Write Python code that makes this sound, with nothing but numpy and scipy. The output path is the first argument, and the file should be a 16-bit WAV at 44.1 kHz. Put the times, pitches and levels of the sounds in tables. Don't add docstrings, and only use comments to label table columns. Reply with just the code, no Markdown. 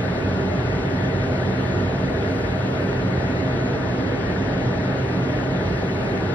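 import sys
import numpy as np
from scipy import signal
from scipy.fft import rfft, irfft, next_fast_len
from scipy.io import wavfile
from scipy.ndimage import uniform_filter1d

SR = 44100
rng = np.random.default_rng(int(sys.argv[2]) if len(sys.argv) > 2 else 0)


def transcribe(signal):
    frames = np.atleast_2d(signal).T
    limited = np.clip(frames, -1, 1)
    pcm = np.round(limited * 32767).astype(np.int16)
    wavfile.write(sys.argv[1], SR, pcm)


N = 279594
SIZE = next_fast_len(N)
HZ = np.maximum(np.arange(SIZE // 2 + 1) * SR / SIZE, 1.)
TIME = np.arange(N) / SR
IN_STEP_S = 1.32


def undb(db):
    return 10 ** (np.asarray(db) / 20)


def over_hz(table):
    hz, *columns = np.transpose(table)
    return np.array([np.interp(np.log(HZ), np.log(hz), column) for column in columns])


def walk(rate):
    hold = int(SR / rate)
    held = np.repeat(rng.standard_normal(N // hold + 1), hold)
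    slewed = uniform_filter1d(uniform_filter1d(held, hold), hold)
    return 1.3 * slewed[:N]


def tone(turns, db):
    return np.sqrt(2) * undb(np.reshape(db, (-1, 1))) * np.cos(2 * np.pi * turns)


def mains_hum():
    # multiple of the base rate, left rms level in dB, right rms level in dB.
    hum_levels = [(1, -38.5, -37.5), (3, -56, -56), (4, -48, -47.5), (13, -59, -68), (14, -62, -70)]
    base_hz = 120.015
    turns = base_hz * (TIME - IN_STEP_S)
    return sum(tone(round(multiple) * turns, db) for multiple, *db in hum_levels)


def casing_shake():
    shake_hz, middle_db = 51.75, -45.5
    level = undb(1.5 * walk(2.0))
    turns = shake_hz * TIME + .05 * walk(1.5)
    return level * tone(turns, middle_db)


def whine():
    whine_hz, level_db = 15030.3, -72.5
    return tone(whine_hz * TIME, level_db) * np.array([[1], [-1]])


def fans():
    # multiple of the blade rate, then left and right rms level in dB for fans one, two and three.
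    blade_levels = [(1, -34, -33, -37, -37, -52, -52), (2, -53, -47, -58, -51, -49, -44),
                    (3, -54, -56, -47, -43, -49, -44), (4, -52, -51, -51, -58, -70, -66),
                    (5, -54, -52, -46, -44, -70, -68), (6, -57, -68, -54, -66, -68, -67)]
    blade_hz = (130.8, 131.31, 132.24)
    out = 0
    for fan, hz in enumerate(blade_hz):
        turns = hz * (TIME - IN_STEP_S) + .015 * walk(1.5)
        for multiple, *db in blade_levels:
            start = rng.random() if multiple > 1 else 0
            out = out + tone(round(multiple) * turns + start, db[2 * fan:2 * fan + 2])
    return out


def echoes():
    echo_db, t60_s = -13, .2
    low_hz, high_hz = 900, 6000
    age_s = np.arange(SR // 2) / SR
    tail = rng.standard_normal(SR // 2) * undb(-60 * age_s / t60_s)
    tail = tail / np.sqrt(np.sum(tail ** 2))
    share = undb(echo_db) / np.sqrt((1 + (low_hz / HZ) ** 8) * (1 + (HZ / high_hz) ** 2))
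    return (1 + share * rfft(tail, SIZE)) / np.sqrt(1 + share ** 2)


def air_colour():
    # frequency in Hz, left level in dB per Hz, right level in dB per Hz.
    slope = [(22.0, -80, -79), (40.0, -66.5, -66.5), (47, -61, -61), (65.4, -53.0, -51.5),
             (151, -50, -50.5), (222, -54, -52.5), (337, -55, -53), (566, -57, -57), (740, -59.5, -62.5),
             (1110, -64, -66), (1865, -62.5, -71.5), (2660, -72.5, -72.5), (4100, -77.5, -82.5),
             (8050, -91, -92), (12000.0, -100.0, -100.0), (14200.0, -100, -92)]
    # centre in Hz, width in Hz, left lift in dB, right lift in dB.
    resonances = [(51.5, 7, 8.5, 8.5), (59, 7, -2.5, -2), (71.4, 18, -2.5, -3), (84.4, 8.8, 4.5, 4),
                  (97.2, 17, 7.5, 8.5), (119, 11, 3, 4), (126, 6, 1, 1), (135, 8, 2.5, 3),
                  (143, 10, 3, 3.5), (152, 8, -3.5, -3), (164, 24, -4, -3.5), (170, 6, -1.5, -2),
                  (178.7, 12, 6.5, 7.5), (188, 20, 6.5, 7), (194, 8, 1.5, 0.5), (221, 20, -3.5, -2.5),
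                  (231, 9.3, 1, 2), (252, 16, 6, 6), (270, 14, 5.5, 8), (302, 24, 2, 3.5),
                  (332, 12, -3, -7.5), (355, 22, 4.5, 3.5), (367, 8, 0, -2), (380, 9, 3.5, 3),
                  (393, 8, -2, -2), (401, 12, 8, 7.5), (420, 10, -4, 2.5), (434, 16, 3, 3),
                  (454, 18, 1, 5.5), (467, 13, -6, -6), (484.3, 10, 7, 3.5), (514, 10, -3, -3),
                  (532, 8, -3, -2), (541, 11, 1, 3.5), (560, 9.1, -1.5, 4.5), (577, 18, -5, -5),
                  (611, 30, 5.5, 7), (632.7, 20, 8.5, 8), (645, 8, -2, -2), (657, 9, 2, 2),
                  (667, 9, -2, -3), (680, 14, -0.5, 5), (706, 12, -5, -1), (735, 20, 2, 1), (768, 18, 4, 4),
                  (779, 8, -3, -2), (810, 8, -4, -2), (826.5, 24, 4.5, 6), (1080, 80, 0, -2.5),
                  (1186, 22, 2, 1.5), (1280, 98, -0.5, -3), (1401, 54, 4, 1), (1498, 130, 3, 4),
                  (1660, 91, 0.5, -3), (1790, 100, 1, 3.5), (1940, 20, 0, 3.5), (1964, 29, 2.5, 1.5),
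                  (2150, 60, 2.5, 0), (4060, 720, 2, 3), (7900, 500, 0.5, -1.5), (10300, 1500, 0, 3.5),
                  (15500, 1400, -1.5, -5.5)]
    power = 1
    for hz, width, left_db, right_db in resonances:
        lift = undb([[left_db], [right_db]]) ** 2 - 1
        power = power + lift / (1 + (2 * (HZ - hz) / width) ** 2) ** 2
    return undb(over_hz(slope)) * np.sqrt(np.maximum(power, .01) * SR / 2)


def port_noise():
    # frequency in Hz, likeness of the ports from 0 to 1, phase lead of the left port in radians.
    ports = [(100.0, 1.0, 0.0), (250.0, 0.95, 0.14), (450.0, 0.77, 0.07), (650.0, 0.47, -0.17),
             (900.0, 0.33, 0.37), (1200.0, 0.28, 1.36), (1500.0, 0.51, 0.24), (1900.0, 0.63, -1.91),
             (2300.0, 0.58, -3.04), (2800.0, 0.46, -3.54), (3300.0, 0.46, -4.2), (4200.0, 0.54, -3.93),
             (5200.0, 0.6, -3.49), (6200.0, 0.83, -3.15)]
    likeness, lead = over_hz(ports)
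    likeness = np.clip(likeness, 0, 1)
    shared, own = rfft(rng.standard_normal((2, SIZE)))
    right = likeness * np.exp(-1j * lead) * shared + np.sqrt(1 - likeness ** 2) * own
    return np.array([shared, right])


def hiss_swell():
    # time in seconds, hiss level in dB before the random unrest.
    hiss_levels = [(0.0, -1.5), (1.43, -0.5), (1.68, 3), (1.9, -1), (2.27, -0.5), (2.38, 5), (2.52, -1),
                   (2.83, 2.5), (3.0, -1), (3.62, -1.5), (4.0, -3), (4.8, -3.5), (5.15, 0.5), (5.5, -2),
                   (5.97, 2), (6.34, 0)]
    drawn_db = np.interp(TIME, *np.transpose(hiss_levels))
    waver_db, flicker_db = 0.8 * walk(9.0), 0.3 * walk(30)
    return undb(drawn_db + waver_db + flicker_db)


def air():
    swell_from_hz, swell_full_hz = 6500, 12500
    flutter_hz = 1300 * 2 ** np.arange(0, 2.4, 1 / 6)
    flutter_octaves, flutter_db, flutter_per_s = .11, 1.2, 32
    rush = air_colour() * echoes() * port_noise()
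    top = np.clip((HZ - swell_from_hz) / (swell_full_hz - swell_from_hz), 0, 1)
    body = irfft(rush * (1 - top), SIZE)[:, :N]
    hiss = irfft(rush * top, SIZE)[:, :N]
    for hz in flutter_hz:
        band = np.exp(-(np.log2(HZ / hz) / flutter_octaves) ** 2)
        change = undb(flutter_db * walk(flutter_per_s)) - 1
        body = body + change * irfft(rush * band, SIZE)[:, :N]
    return body + hiss_swell() * hiss


def scene():
    return mains_hum() + casing_shake() + whine() + fans() + air()


def record(dry):
    shared_top_hz, top_hz = 6300, 15720
    mid, side = (dry[0] + dry[1]) / 2, (dry[0] - dry[1]) / 2
    shared_cut = signal.ellip(8, .1, 40, shared_top_hz, fs=SR, output="sos")
    mid = signal.sosfiltfilt(shared_cut, mid)
    wide = np.array([mid + side, mid - side])
    top_cut = signal.ellip(10, .1, 40, top_hz, fs=SR, output="sos")
    return signal.sosfiltfilt(top_cut, wide)


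dry = scene()
out = record(dry)
transcribe(out)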